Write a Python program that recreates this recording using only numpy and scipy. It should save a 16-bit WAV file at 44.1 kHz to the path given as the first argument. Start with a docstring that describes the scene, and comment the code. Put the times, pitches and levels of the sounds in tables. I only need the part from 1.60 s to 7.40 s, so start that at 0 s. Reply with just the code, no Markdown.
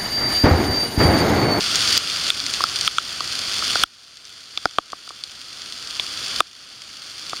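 """Heavy rain around a handheld camera

Heavy rain on a lawn, a concrete path and gravel, heard through a small handheld camera.
Far drops are a wash of coloured noise; nearer ones are clicks with puffs of spray, the closest single ticks.
Drops striking the camera body ring damped modes of its hollow, shell and case, with a crack of noise.
The hard strikes duck the gain control and overload the microphone: the rain drops away and swells back."""
import sys
import numpy as np
from scipy import signal
from scipy.fft import rfft, irfft, next_fast_len
from scipy.io import wavfile
from scipy.ndimage import uniform_filter1d, map_coordinates

SR = 44100
rng = np.random.default_rng(int(sys.argv[2]) if len(sys.argv) > 2 else 0)


def wav_record(signal):
    """Record a signal, one row per channel, as 16-bit PCM in the file named by sys.argv[1]."""
    frames = np.transpose(np.atleast_2d(signal))
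    bounded = np.clip(frames, -1, 1)
    # unit amplitude maps onto the largest positive 16-bit level
    quanta = np.round(bounded * 32767).astype(np.int16)
    wavfile.write(sys.argv[1], SR, quanta)


N = 255780
TIME = np.arange(N) / SR

# spectrum of a big drop's tick, before the microphone: pitch_hz, relative density_db (per Hz)
TICK_SPECTRUM = [(200, -27), (1000, -31), (2000, -5.5), (3200, 2), (5500, 1), (8500, -5.5), (11500, -24),
                 (16000, -35)]


def amp(db):
    """Decibels to gain."""
    return 10 ** (np.asarray(db) / 20)


def unit(x):
    """Scale to rms 1."""
    return x / np.sqrt(np.mean(x ** 2) + 1e-20)


def along(points, hz):
    """Read a curve of (Hz, value) points on a log frequency axis."""
    f, value = np.transpose(points)
    return np.interp(np.log(hz + 1), np.log(f), value)


def wobble(rate):
    """A smooth random curve through `rate` knots a second."""
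    return map_coordinates(rng.standard_normal(256), [TIME * rate], mode="mirror")


def short_rms(x):
    """Running rms over a millisecond and a half."""
    power = uniform_filter1d(x ** 2, 66, mode="constant")
    return np.sqrt(np.abs(power) + 1e-12)


def add(track, start_s, sound, level_db):
    """Mix in a short sound whose loudest moment has the given level."""
    start = int(round(start_s * SR))
    part = track[start:start + len(sound)]
    levelled = amp(level_db) * sound / short_rms(sound).max()
    part += levelled[:len(part)]


def through_microphone(x, spectrum, size=4096):
    """Colour a source causally: its spectrum times the response of the microphone port and the camera."""
    # peaks and dips of the microphone port and the camera's filtering,
    # with a deep narrow notch near 7.8 kHz: pitch_hz, width_hz, gain_db
    peaks_and_dips = [(1318, 676, 13), (3500, 540, 6), (3770, 320, -7.5), (4630, 860, 8),
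                      (7755, 207, -24.5)]
    hz = np.fft.rfftfreq(size, 1 / SR)
    response_db = sum(gain_db / (1 + (2 * (hz - f) / width) ** 2) for f, width, gain_db in peaks_and_dips)
    # folding the cepstrum forward gives a minimum-phase filter
    cepstrum = irfft(np.log(amp(along(spectrum, hz) + response_db)))
    cepstrum[1:size // 2] *= 2
    cepstrum[size // 2 + 1:] = 0
    impulse = irfft(np.exp(rfft(cepstrum)))
    return signal.fftconvolve(x, impulse)[:len(x)]


def low_notes(width_s):
    """Two soft hollow notes nearly buried in the rain: sines under bell-shaped swells."""
    # the notes: centre_s, pitch_hz, level_db
    hollow_notes = [(.846, 286, -32), (.888, 262, -38)]
    out = np.zeros(N)
    for centre_s, hz, level_db in hollow_notes:
        swell = np.exp(-((TIME - centre_s) / width_s) ** 2)
        out += amp(level_db) * swell * np.sin(2 * np.pi * hz * TIME)
    return out


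def wash(level_db, flutter_db):
    """Countless far drops merge into an even rush: coloured noise with a slight flutter in level."""
    # spectrum of the far rain before the microphone: pitch_hz, relative density_db (per Hz)
    wash_spectrum = [(20, -19), (60, -9.5), (110, -7.5), (190, -11), (300, -9.5), (480, -14), (730, -14),
                     (900, -20), (1800, -12.5), (3000, -5), (5000, -6), (8500, -13), (11500, -25),
                     (16000, -39)]
    level = amp(level_db + flutter_db * wobble(14))
    rush = through_microphone(rng.standard_normal(N), wash_spectrum)
    return level * unit(rush)


def patter(level_db, spray_db, count):
    """Drops within a few metres, many small and few large: each a click followed by a puff of spray."""
    # fine spray and the ticks of single drops, before the microphone: pitch_hz, relative density_db (per Hz)
    spray_spectrum = [(200, -36), (1000, -28), (2000, -6), (3200, 3), (5500, 2), (8500, -7), (10200, -10),
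                      (11500, -19.5), (16000, -21)]
    when, rarity = rng.random((count, 2)).T
    # sizes follow a power law with an upper limit
    strength = (rarity + .022) ** -.45
    at = (when * N).astype(int)
    clicks = np.bincount(at, strength * rng.choice([-1, 1], count), N)
    puff = amp(-60 * np.arange(SR // 20) / SR / .012)  # falls 60 dB in 12 ms
    # overlapping puffs add in power
    spray_power = signal.fftconvolve(np.bincount(at, strength ** 2, N), puff ** 2)[:N]
    spray = np.sqrt(np.abs(spray_power)) * rng.standard_normal(N)
    drops = unit(clicks) + amp(spray_db) * unit(spray)
    return amp(level_db) * unit(through_microphone(drops, spray_spectrum))


def burst(t, spray_db, spray_t60, crack_t60):
    """Envelope of one drop: a sharp impact, then its spray falling back; t60s in seconds."""
    impact = amp(-60 * t / crack_t60)
    spray = amp(spray_db - 60 * t / spray_t60)
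    return impact + spray


def scattered(level_db, spread_db, count):
    """Drops at chance moments all through the shower: rows of (start_s, level_db)."""
    when, size = rng.random((count, 2)).T
    start_s = (np.arange(count) + when) / count * TIME[-1]  # one drop in each equal stretch
    return np.column_stack([start_s, level_db + spread_db * (2 * size - 1)])


def splashes(level_db):
    """The nearest drops burst on the ground as single bright ticks of decaying noise."""
    # the biggest drops close by: start_s, level_db (relative to level_db of this layer)
    big_drops = [(.802, -10.5), (.8646, -9.5), (1.159, -11.5), (1.211, -7.5), (1.7915, -11), (2.5707, -9.5),
                 (3.3203, -6.5), (3.4918, -6.5), (3.638, -0.5), (4.019, -12.5), (4.3086, -12)]
    out, t = np.zeros(N), np.arange(SR // 20) / SR
    shape = burst(t, spray_db=-11, spray_t60=.024, crack_t60=.003)
    # smaller ones fall at random around them
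    small_drops = scattered(level_db=-15, spread_db=6.5, count=18)
    for start_s, drop_db in [*big_drops, *small_drops]:
        tick = through_microphone(shape * rng.standard_normal(len(t)), TICK_SPECTRUM)
        add(out, start_s, tick, drop_db + level_db)
    return out


def ringing(modes, hz, t, attack_s):
    """Damped modes at multiples of hz, neighbours swinging opposite ways, building up as the drop flattens."""
    waves = np.zeros(len(t))
    for i, (multiple, db, t60) in enumerate(modes):
        decay = amp(db - 60 * t / t60)
        waves += (-1) ** i * decay * np.cos(2 * np.pi * multiple * hz * t)
    return waves * (1 - np.exp(-t / attack_s))


def taps(crack_db, tail_db, wet_s, damped_db):
    """A drop on the camera knocks its hollow, pings its shell and thuds its case, mixed by where it lands."""
    # heavy drops on the body: start_s, level_db, knock_hz (hollow), ring_hz (shell),
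    # ring_db (ring and crack, gain against the knock), thud_db (case, gain against the knock)
    strikes = [(.377, -3, 1320, 4800, 32, -17), (.703, -.5, 1370, 3530, 14, -20),
               (1.0058, -10.5, 1140, 4440, -20, -18), (1.039, -1.5, 1303, 5000, -5, -20),
               (1.277, 4.5, 1305, 3340, 1.5, -38), (1.3837, 4.5, 1360, 3350, -6, -31),
               (1.6062, -6.5, 1194, 4600, -3.5, -16.5), (2.0237, -14, 1310, 4330, -11, -24),
               (2.156, -8, 1430, 4750, -5.5, -11), (2.2363, 21, 1370, 3306, -3, -18),
               (2.9752, 7.5, 1260, 3510, 9.5, -13.5), (3.0555, 14, 1402, 4900, -10, -8),
               (3.1848, 17, 1203, 3330, -12, -10.5), (3.331, 3, 1175, 3420, -25, -12.5),
               (3.476, -10, 1295, 4640, -3, -14), (3.5057, -8, 1200, 4600, -12, -13),
               (4.3971, -.5, 1020, 3430, 14.5, -10.5), (4.805, 14.5, 1237, 3560, -9.5, -13.5),
               (5.7316, -7, 1247, 3540, -14, -10.5)]
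    # modes of the hollow: multiple of knock_hz, relative level_db, t60_s before the wet damping
    knock_modes = [(.86, -6, 0.0086), (1, 4.5, 0.016), (1.6, -14.5, 0.0093)]
    # modes of the shell: multiple of ring_hz, relative level_db, t60_s
    ring_modes = [(.68, 2, 0.0058), (1, 6.5, .012), (1.35, -4, 0.0033)]
    # slower modes of the whole case: pitch_hz (before the tuning factor below), relative level_db, t60_s
    case_modes = [(107, -9.5, 0.011), (336, -1.5, 0.029), (476, 0, 0.015), (825, 11.5, .014)]
    case_tuning = 0.899
    out, t = np.zeros(N), np.arange(SR // 16) / SR
    # spreading water chokes the knock after a few cycles
    damping = 1 / (1 + (t / wet_s) ** 8) + amp(damped_db)
    for start_s, level_db, knock_hz, ring_hz, ring_db, thud_db in strikes:
        knock = ringing(knock_modes, knock_hz, t, attack_s=0.00073) * damping
        thud = ringing(case_modes, case_tuning, t, attack_s=0.00074)
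        hiss = unit(through_microphone(rng.standard_normal(len(t)), TICK_SPECTRUM))
        crack = amp(crack_db) * burst(t, spray_db=tail_db, spray_t60=0.013, crack_t60=0.0019) * hiss
        ring = ringing(ring_modes, ring_hz, t, attack_s=.0001) + crack
        strike = knock - amp(ring_db) * ring + amp(thud_db) * thud
        add(out, start_s, strike, level_db)
    return out


def scene():
    """Far and near rain swell once and ease off together; single drops and low notes sit on top."""
    peak_s, peak_db, rise_db_per_s, ease_db_per_s = 1.68, 2.5, 2.5, 1.0
    below_peak_db = np.maximum(rise_db_per_s * (peak_s - TIME), ease_db_per_s * (TIME - peak_s))
    shower_db = peak_db - below_peak_db
    rain = wash(level_db=-23.0, flutter_db=0.6) + patter(level_db=-25.0, spray_db=1, count=2600)
    drops = splashes(level_db=1.5) + taps(crack_db=3.5, tail_db=-16.5, wet_s=0.0055, damped_db=-12.0)
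    return (amp(shower_db) * rain + drops + low_notes(width_s=0.017))[None]


def gain_control(x, limit_db, recovery_db_per_s, attack_s):
    """The gain dives within milliseconds when the sound passes the limit, then creeps back up."""
    climb_db = recovery_db_per_s * TIME
    allowed_db = limit_db - 20 * np.log10(short_rms(x))
    # the lowest gain demanded so far, each demand relaxing at the recovery rate
    target_db = np.minimum(np.minimum.accumulate(allowed_db - climb_db), 0) + climb_db
    keep = np.exp(-1 / (attack_s * SR))
    return x * amp(signal.lfilter([1 - keep], [1, -keep], target_db))


def record(dry):
    """The camera's gain control, microphone overload as a soft ceiling, and its band limits."""
    ceiling, low_cut_hz, top_hz = .73, 30, 15900
    x = gain_control(dry[0], limit_db=-8.5, recovery_db_per_s=12.5, attack_s=0.00096)
    x = x / (1 + np.abs(x / ceiling) ** 8) ** (1 / 8)
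    x = signal.sosfilt(signal.butter(2, low_cut_hz, "highpass", fs=SR, output="sos"), x)
    # a sheer cut above top_hz
    size = next_fast_len(N + SR // 2)
    passed = np.fft.rfftfreq(size, 1 / SR) < top_hz
    return irfft(rfft(x, size) * passed, size)[None, :N]


dry = scene()
out = record(dry)
wav_record(out)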